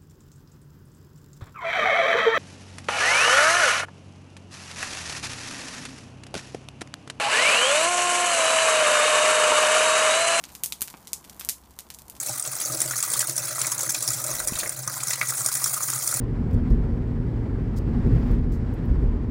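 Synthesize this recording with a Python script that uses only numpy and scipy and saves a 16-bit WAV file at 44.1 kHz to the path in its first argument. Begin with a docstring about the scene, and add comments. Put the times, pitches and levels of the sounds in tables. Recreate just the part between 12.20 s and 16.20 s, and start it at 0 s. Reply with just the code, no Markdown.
"""A bright, uneven splashing: rainwater gushes from a downpipe into a plastic bin outdoors.
The stream slaps the shallow water and traps air, and each bubble rings at a pitch set by its size:
tiny ones fizz, larger ones gurgle and plop. Heavy drops crack against the plastic, the air in the bin
booms at its resonances, and the walls reflect the water's sound.
Underneath, the hand that carries the microphone rumbles and bumps once."""
import sys
import numpy as np
from scipy import signal
from scipy.fft import rfft, irfft
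from scipy.io import wavfile
from scipy.ndimage import uniform_filter1d

SR = 44100
rng = np.random.default_rng(int(sys.argv[2]) if len(sys.argv) > 2 else 0)


def digitize_waveform(pressure):
    """Quantize a signal to 16-bit integers and store it at the path in sys.argv[1].

    Rows of a 2-D input are taken as channels; values are limited to [-1, 1].
    """
    field = np.atleast_2d(pressure).T
    bounded = np.clip(field, -1, 1)
    quanta = np.round(bounded * 32767).astype(np.int16)
    wavfile.write(sys.argv[1], SR, quanta)


N = 176400


def spray(gush, thinning, gush_db=2.5, flutter_db=0.9):
    """Bubble resonance: the stream breaks up into droplets and tiny bubbles that fizz in clumps."""
    # Strength of the spray. Each row: time in seconds, level in dB.
    strength = [(0,-30.5),(.3,-34.5),(.45,-30),(.7,-32),(.87,-32),(.98,-29.5),(1.2,-30.5),(1.6,-32.5),(1.95,-31),(2.2,-31.5),(2.46,-38),(2.56,-35),(2.75,-34.5),(2.92,-30.5),(3.0,-33),(3.2,-32),(4,-32)]
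    # Spectrum of the spray. Each row: frequency in Hz, gain in dB.
    spectrum = [(1500,-13),(2950,-13),(3400,-14.5),(4200,-8),(5400,-5),(7000,0),(8300,-2),(9800,1),(11500,-6.5),(13200,-7.5),(15500,-3)]
    fizz = swarm(2180, 15680, per_s=5000, cycles=4.4, spread_db=4.5, rise=0.021)
    fizz = unit(fizz * amp(gush_db * gush))
    reflected = bin_walls(fizz) * amp(flutter_db * gush)
    return amp(1 + thinning) * level(strength) * unit(colour(reflected, spectrum))


def splashes(rise_s=0.0013, grain_db=3, ping_delay_s=0.0016):
    """Impact and air entrainment: each slap throws a burst of crackle and traps one ringing bubble."""
    # The loudest slaps. Each row: start in seconds, level in dB, bubble pitch in Hz,
    # crackle decay in seconds.
    slaps = [(0.0622,-12.5,8600,0.0023), (0.092,-16,7750,0.0037), (.196,-7,8700,0.0019),
             (0.224,-9,8070,0.00083), (.274,-13,7550,.003), (.351,-17,8300,0.0043), (0.4,-12,7800,0.0024),
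             (0.449,-10.5,6200,0.0024), (.457,-13,6540,0.0022), (0.464,-19,6700,.002),
             (.571,-13,7660,0.0034), (.602,-6.5,8720,.005), (0.616,-2.5,9410,0.0033),
             (0.648,-15,8150,0.0016), (.659,-12,7600,0.0018), (0.7079,-11.5,6300,0.01),
             (.764,-8.5,6300,.003), (.777,-12,6500,0.017), (.802,-10,6840,.004), (.826,-5,7650,0.0017),
             (.8998,-14,8580,0.0052), (.926,-14,8400,0.0053), (0.9343,-5.5,10200,0.0048),
             (0.9648,-16,9400,0.0061), (.991,-4.5,7700,.004), (1.0025,-8,8100,0.0041),
             (1.0082,-10,6500,0.013), (1.0704,-10,8370,0.005), (1.0942,-6.5,9800,0.0034),
             (1.163,-12,9050,0.0057), (1.1777,-7,10000,0.0043), (1.192,-20,7950,.002),
             (1.2523,-11.5,10000,.0035), (1.389,-11,9700,0.011), (1.414,-6,8400,0.0057),
             (1.457,-15,7560,0.0025), (1.4665,-7,7100,0.0035), (1.516,-9,6500,0.013),
             (1.5786,-12,6450,0.0033), (1.59,-11,6800,.003), (1.6056,-9,6430,0.0075), (1.619,-13,7100,.003),
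             (1.6304,-10,7600,.005), (1.6923,-7.5,6170,0.013), (1.701,-12.5,8600,0.0099),
             (1.744,-8,7040,0.0053), (1.762,-18,8600,0.0033), (1.804,-14,9760,0.0044),
             (1.823,-10.5,7460,0.0078), (1.8756,-4,5400,0.0041), (1.8856,-6,5000,0.0042),
             (1.9032,-9,6900,0.0026), (1.9306,-11.5,7700,0.016), (2.039,-11,8700,.004),
             (2.064,-13,8050,0.0017), (2.088,-21,7500,.003), (2.103,-13,6770,0.0026),
             (2.1992,-10,8700,0.0047), (2.2724,-6.5,8700,0.0072), (2.282,-7.5,9900,0.0042),
             (2.353,-15,7350,0.0029), (2.386,-12.5,9600,0.0065), (2.393,-12.5,9300,0.0083),
             (2.4746,-14,8900,0.0036), (2.492,-8,8980,0.0055), (2.675,-9.5,5960,0.0028),
             (2.833,-10,6800,0.0044), (2.87,-11,6300,0.0055), (2.881,-9,5630,0.0036),
             (2.903,-11,7000,0.0086), (2.9322,-11.5,6650,0.004), (3.085,-12.5,8800,0.019),
             (3.102,-13,9300,0.0077), (3.149,-15,9780,.002), (3.19,-12,8600,.004), (3.205,-13,8000,0.0057),
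             (3.214,-14,7240,0.0058), (3.245,-14,9050,0.0028), (3.261,-1,8830,0.0014),
             (3.2851,-13,7100,0.0059), (3.323,-13,9100,0.0034), (3.327,-11,8000,0.0045),
             (3.339,-10,9200,0.002), (3.351,-8.5,7140,0.0071), (3.44,-2.5,5640,0.0046),
             (3.457,-12,7200,0.0075), (3.4925,-14,10200,.003), (3.539,-10.5,7000,0.0061),
             (3.631,-14,6800,0.0046), (3.7,-9.5,9400,0.0041), (3.734,-9.5,7100,0.002),
             (3.787,-14,8550,0.0035), (3.8735,-5,8800,0.0038), (3.939,-8,7700,0.0038),
             (3.992,-13,8650,0.0027)]
    # Spectrum of the slaps. Each row: frequency in Hz, gain in dB.
    spectrum = [(500,-13),(2200,-13),(2950,-18.5),(3400,-8.5),(4200,-12),(5400,0),(7000,2.5),(9800,3),(11500,-2.5),(13200,-10),(15500,-4)]
    out, t = np.zeros(N), np.arange(SR // 20) / SR
    for start, db, hz, decay_s in slaps:
        noise, grain = rng.standard_normal((2, len(t)))
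        grain = unit(uniform_filter1d(grain, size=24))
        crackle = unit(noise * amp(grain_db * grain))
        envelope = (1 - np.exp(-t / rise_s)) ** 2 * np.exp(-(t / max(decay_s, 0.001)) ** 2)
        slap = amp(-10) * crackle * envelope / envelope.max()
        add(slap, ping_delay_s, amp(3.5) * bubble(hz, cycles=4.3, rise=0.0085, swell=0.78))
        add(out, start, amp(db) * signal.fftconvolve(slap, bin_echo(early_db=-2, tail_db=-11)))
    return colour(out, spectrum)


def churn(gush, thinning, drum_db=2, gurgle_db=4, dip_share=0.89):
    """A plunging jet entrains air: it drums on the shallow water and folds in bubbles that gurgle."""
    # Strength of the drumming and of the gurgling. Each row: time in seconds, level in dB.
    drum_level = [(0,-45),(.14,-49.5),(.65,-42.5),(.79,-56),(.91,-43.5),(1.93,-49),(2.05,-41.5),(2.4,-45.5),(2.44,-39),(2.51,-49),(4,-47)]
    gurgle_level = [(0.0, -46.5), (1.02, -38), (1.18, -42), (1.4, -39), (1.89, -42.5), (2.47, -40.5),
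                    (2.63, -49), (2.67, -36.5), (2.73, -42.5), (2.93, -39), (3.0, -41), (3.02, -31),
                    (3.04, -39), (4.0, -40.5)]
    # Their spectra. Each row: frequency in Hz, gain in dB.
    drum_spectrum = [(120,-14),(180,-5),(230,-2.5),(330,1.5),(410,-7.5),(520,2.5),(620,2.5),(780,0.5),(1000,-7),(1600,-3),(2400,-12),(2950,-30),(3500,-19),(5000,-34)]
    gurgle_spectrum = [(500,-20),(900,-2),(1300,6.5),(1720,-1),(2000,0.5),(2500,-4.5),(2950,-44),(3500,-18),(5000,-33)]
    drum = swarm(148, 5000, per_s=1200, cycles=1.56, spread_db=1, rise=0.045) * amp(drum_db * gush)
    gurgle = swarm(775, 2556, per_s=900, cycles=3, spread_db=3.5, rise=0.012) * amp(gurgle_db * gush)
    drum = unit(colour(hollow(bin_walls(drum)), drum_spectrum))
    gurgle = unit(colour(hollow(bin_walls(gurgle)), gurgle_spectrum))
    churning = amp(-0.5) * level(drum_level) * drum + amp(-2) * level(gurgle_level) * gurgle
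    return churning * amp(dip_share * thinning)


def plops(echo_db=-4, echo_s=0.003555):
    """Resonant pitch falls as radius grows: single large bubbles plop well below the fizz."""
    # Large bubbles. Each row: start in seconds, level in dB, pitch in Hz.
    large_bubbles = [(.095,-25,770),(.71,-19.5,1380),(0.736,-17,1795),(0.958,-19.5,1200),(1.028,-18.5,1510),(1.382,-19,1210),
                     (1.447,-17.5,2140),(1.691,-21.5,1560),(2.092,-22.5,1170),(2.202,-17.5,1420),(2.432,-17.5,1740),(2.46,-18,2020),
                     (2.677,-18,1200),(2.699,-23,1290),(2.831,-23,1250),(2.909,-16.5,1940),(3.014,-4,2110),(3.095,-21.5,1970),
                     (3.123,-18.5,1270),(3.208,-21.5,1260),(3.288,-19.5,1380),(3.461,-17.5,1260),(3.606,-18,1190),(3.731,-21,1250),(3.927,-20.5,1390)]
    out = np.zeros(N)
    for start, db, hz in large_bubbles:
        ring = amp(db - 1.5) * bubble(hz, cycles=2.44, rise=0.025, swell=0.14)
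        add(out, start, ring)
        add(out, start + echo_s, amp(echo_db) * signal.fftconvolve(ring, bin_echo()))
    return hollow(out)


def sizzle(gush, thinning, gush_db=2):
    """Superposed impacts: the ticks of the finest droplets on water and walls merge into a sizzle."""
    # Strength of the sizzle. Each row: time in seconds, level in dB.
    strength = [(0,-60),(.6,-56),(1,-35.5),(1.5,-62),(2,-54),(2.45,-36),(2.6,-73),(2.9,-51),(3.1,-38),(3.5,-34),(4,-35.5)]
    # Spectrum of the sizzle. Each row: frequency in Hz, gain in dB.
    spectrum = [(5900,-6.5),(7100,12.5),(7600,-7),(8700,9),(10000,8),(12000,3),(13200,0),(15500,9)]
    ticks = swarm(6500, 16000, per_s=5000, cycles=2, spread_db=3.2, rise=0)
    reflected = bin_walls(ticks * amp(gush_db * gush))
    return amp(4 + thinning) * level(strength) * unit(colour(reflected, spectrum))


def cracks(decay_s=0.0035):
    """A brief impact has a broad spectrum: heavy drops crack on the plastic through the thin water."""
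    # Hard drops. Each row: start in seconds, level in dB.
    drops = [(.25,-27),(0.41,-25.5),(0.826,-26.5),(0.938,-21),(1.005,-18.5),(1.413,-24),(1.747,-20),(2.333,-28.5),(2.356,-25.5),(2.393,-25),(2.401,-24.5),(2.433,-32),(2.802,-29),(2.907,-25),(2.932,-22.5),(3.012,-24.5)]
    # Spectrum of the impacts. Each row: frequency in Hz, gain in dB.
    spectrum = [(200,-30),(600,-23),(1000,2),(2200,2.5),(3600,7),(5000,7),(9000,-5),(16000,-15)]
    out, t = np.zeros(N), np.arange(SR // 50) / SR
    for start, db in drops:
        hit = amp(db - 0.5) * rng.standard_normal(len(t)) * np.exp(-t / decay_s)
        add(out, start, signal.fftconvolve(hit, bin_echo()))
    return hollow(colour(out, spectrum))


def boom(gush, thinning, gush_db=3):
    """Cavity resonance: the stream keeps the bin's air ringing, and slugs of water make it swell."""
    # Deep and upper air modes. Each row: frequency in Hz, level in dB, time to fall 60 dB in seconds.
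    deep_modes = [(112.4,-2,0.29),(129.9,3.5,0.31),(166,-2,.1)]
    upper_modes = [(310,-9,0.15),(341,-5.5,.1),(536,-1,0.068),(606,4,0.071),(641,4,0.045)]
    # Their strength; the upper modes vary as the microphone moves over the rim.
    # Each row: time in seconds, level in dB.
    deep_level = [(0,-53),(.24,-59),(.3,-59),(.5,-48.5),(4,-46)]
    upper_level = [(0,-69),(.4,-66),(.55,-44),(.85,-60),(1.1,-45.5),(1.5,-54.5),(2.05,-48.5),(2.45,-52),(2.62,-56.5),(3.2,-71),(4,-54)]
    # Slugs that thud on the bottom. Each row: start in seconds, deep level in dB, upper level in dB.
    slugs = [(0.09,-35.5,-33),(.27,-39.5,-47),(0.497,-34.5,-32.5),(0.542,-45,-32.5),(0.651,-36,-30.5),(0.971,-42,-36),(1.084,-37,-31),
             (1.2,-38,-57),(1.31,-40,-36),(1.41,-39,-37.5),(1.63,-46,-33.5),(1.669,-38,-39),(1.877,-32.5,-60),(1.95,-33.5,-43),
             (2.046,-46,-33),(2.09,-44,-31.5),(2.426,-42,-31),(2.466,-53,-34),(2.666,-33,-39.5),(2.873,-37,-54),
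             (3.02,-37,-36),(3.075,-37,-50),(3.481,-38,-43),(3.672,-37,-46),(3.75,-40,-48),(3.943,-33,-39.5)]
    deep = signal.oaconvolve(rng.standard_normal(N), ringing(deep_modes))[:N]
    uneven_drive = rng.standard_normal(N) * amp(gush_db * gush + thinning)
    upper = signal.oaconvolve(uneven_drive, ringing(upper_modes))[:N]
    out = level(deep_level) * unit(deep) + level(upper_level) * unit(upper)
    for start, deep_db, upper_db in slugs:
        add(out, start, amp(deep_db) * ringing(deep_modes, vary_db=2))
        add(out, start, amp(upper_db) * ringing(upper_modes, vary_db=4))
    return out


def handling():
    """Structure-borne sound: the hand passes a low rumble and a soft knock into the microphone."""
    # Rumble of the moving hand. Each row: time in seconds, level in dB.
    strength = [(0,-67),(.35,-70),(.7,-61),(1.9,-69),(2.15,-51),(2.34,-47),(2.5,-57),(2.7,-71),(4,-61)]
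    # The pulses of one knock. Each row: start in seconds, level in dB, pitch in Hz.
    pulses = [(2.307,-42,109),(2.322,-17.5,217),(2.357,-27,95)]
    # Spectrum of the rumble. Each row: frequency in Hz, gain in dB.
    spectrum = [(15, -12), (45, 4), (80, 2), (250, -15), (600, -20), (3000, -82)]
    out = level(strength) * unit(colour(rng.standard_normal(N), spectrum))
    for start, db, hz in pulses:
        add(out, start, amp(db) * bubble(hz, cycles=0.54, rise=0))  # damped so hard that it thuds
    return out


def bubble(hz, cycles, rise, swell=0.009):
    """Damped oscillator, `cycles` periods per decay time; pitch climbs as a bubble nears the surface."""
    age = np.arange(0, 7, hz / cycles / SR)  # in decay times, as is swell
    envelope = (1 - np.exp(-age / swell)) * np.exp(-age)
    return envelope * np.sin(2 * np.pi * cycles * (age + rise * age ** 2 / 2))


def swarm(low_hz, high_hz, per_s, cycles, spread_db, rise, sizes=40):
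    """Shot noise: bubbles of many sizes are born at random moments, a few much stronger than the rest."""
    out = np.zeros(N)
    births = int(per_s * N / SR / sizes)
    for hz in np.linspace(low_hz, high_hz, sizes):
        moment, chance, polarity = rng.random((3, N // 100))[:, :births]
        strength = np.sign(polarity - 0.5) * amp(spread_db * np.minimum(-np.log(chance), 4))
        impulses = np.bincount((moment * N).astype(int), strength, N)
        ring = bubble(hz, cycles, rise) * np.sqrt(hz)  # equal energy at every size
        out += signal.oaconvolve(impulses, ring)[:N]
    return unit(out)


def ringing(modes, vary_db=0):
    """Modal superposition: decaying sines, peak 1, whose mix varies with the spot that is struck."""
    t = np.arange(SR // 2) / SR
    ring = np.zeros(len(t))
    for k, (hz, db, t60) in enumerate(modes):
        envelope = amp(db + vary_db * rng.standard_normal() - 60 * t / t60)
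        ring += (-1) ** k * envelope * np.sin(2 * np.pi * hz * t)
    return ring / abs(ring).max()


def bin_echo(early_db=-0.5, tail_db=-3.5, early_s=0.0033):
    """Impulse response of the bin at one spot: direct sound, quick reflections, a short reverberation."""
    # Ring of the bin's walls. Each row: frequency in Hz, time to fall 60 dB in seconds.
    decay_times = [(200,0.11),(1500,0.07),(6000,0.099),(15000,0.011)]
    t = np.arange(SR // 10) / SR
    early, tail = rng.standard_normal((2, len(t)))
    early *= (t > 0.0004) * np.exp(-t / early_s)
    tail *= 1 - np.exp(-t / 0.003)
    hz, frame_s, bands = signal.stft(tail, SR, nperseg=128)
    bands *= amp(-60 * frame_s / read(decay_times, hz)[:, None])
    tail = signal.istft(bands, SR)[1][:len(t)]
    echo = (t == 0) + amp(early_db) * early / np.linalg.norm(early)
    echo += amp(tail_db) * tail / np.linalg.norm(tail)
    return echo / np.linalg.norm(echo)


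def bin_walls(x, spots=8, hold_samples=256):
    """Reflection paths depend on position: drops land now here, now there, each spot with its echo."""
    landing = np.repeat(rng.integers(0, spots, N // hold_samples + 1), hold_samples)[:N]
    out = np.zeros(N)
    for spot in range(spots):
        share = uniform_filter1d(1.0 * (landing == spot), size=96)
        out += signal.oaconvolve(x * share, bin_echo())[:N]
    return out


def hollow(x):
    """Standing waves above the water colour its sound in narrow bands."""
    # Resonances of the bin. Each row: frequency in Hz, width in Hz, gain in dB.
    resonances = [(326,29,-1),(541,7.5,3.5),(611,10,5.5),(770,18,5),(1238,25,2.5),(1560,97,3),(1954,18,6.5),(2660,220,3.5)]
    return x + sum(band_change(x, hz, width_hz, db) for hz, width_hz, db in resonances)


def band_change(x, hz, width_hz, db):
    """Interference: the signal that, added to x, raises or lowers one band by db."""
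    return (amp(db) - 1) * signal.lfilter(*signal.iirpeak(hz, hz / width_hz, SR), x)


def colour(x, points, size=4096):
    """Minimum-phase filter with the given (Hz, dB) shape."""
    log_gain = np.log(amp(read(points, abs(np.fft.fftfreq(size, 1 / SR)))))
    taps = np.fft.ifft(np.exp(np.conj(signal.hilbert(log_gain)))).real
    return signal.oaconvolve(x, taps[:size // 2])[:N]


def wander(low_hz, high_hz):
    """Band-limited noise: random unsteadiness between two rates, rms 1."""
    hz = np.fft.rfftfreq(N, 1 / SR)
    band = hz / (hz + low_hz) / (1 + (hz / high_hz) ** 2)
    return unit(irfft(rfft(rng.standard_normal(N)) * band, N))


def amp(db):
    """Decibels to gain."""
    return 10 ** (np.asarray(db) / 20)


def unit(x):
    """Scales to rms 1."""
    return x / np.sqrt(np.mean(x ** 2) + 1e-20)


def level(points):
    """Interpolates a (seconds, dB) curve to a gain for every sample."""
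    return amp(np.interp(np.arange(N) / SR, *np.transpose(points)))


def read(points, hz):
    """Interpolates a table on a log-frequency axis."""
    table_hz, value = np.transpose(points)
    return np.interp(np.log(hz + 1), np.log(table_hz + 1), value)


def add(mix, start, sound):
    """Superposes a sound on the mix from a start in seconds."""
    part = mix[max(round(start * SR), 0):][:len(sound)]
    part += sound[:len(part)]


def scene():
    """Common modulation: one uneven stream drives spray, churning and boom, and now and then thins."""
    # Moments when the stream thins. Each row: centre in seconds, half-length in seconds, dip in dB.
    breaks = [(0.049,0.0098,-3.5),(0.21,0.019,-3.5),(0.23,0.011,-5),(0.316,0.0089,-3),(0.565,0.009,-6),(0.82,0.015,-1),(1.059,0.02,-8),(1.133,0.021,-6.5),
              (1.684,.0057,-6),(1.798,0.0074,-7.5),(2.037,0.0063,-9),(2.261,0.0062,-10),(2.553,0.0072,-4),(2.622,0.012,-5),(2.663,.014,-7.5),
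              (2.892,0.0048,-3),(2.98,.037,-1.5),(3.307,0.0074,-6.5),(3.524,0.0078,-2.5),(3.59,.012,-4),(3.795,0.013,-4.5)]
    t = np.arange(N) / SR
    gush = np.clip(wander(low_hz=33.2, high_hz=53.7), -2.5, 1.6)
    thinning = sum(db * np.exp(-((t - centre) / half) ** 4) for centre, half, db in breaks)
    water = spray(gush, thinning) + sizzle(gush, thinning) + splashes() + cracks()
    water += churn(gush, thinning) + plops()
    water += band_change(water, hz=2924, width_hz=266, db=-14)  # reflections cancel a narrow band
    return (water + boom(gush, thinning) + handling())[None]


def record(dry, cutoff_hz=15850):
    """Band limiting: a steep low-pass filter removes the highest treble."""
    taps = signal.firwin(511, cutoff_hz, window=("kaiser", 9), fs=SR)
    return signal.oaconvolve(dry, taps[None], "same")


dry = scene()
out = record(dry)
digitize_waveform(out)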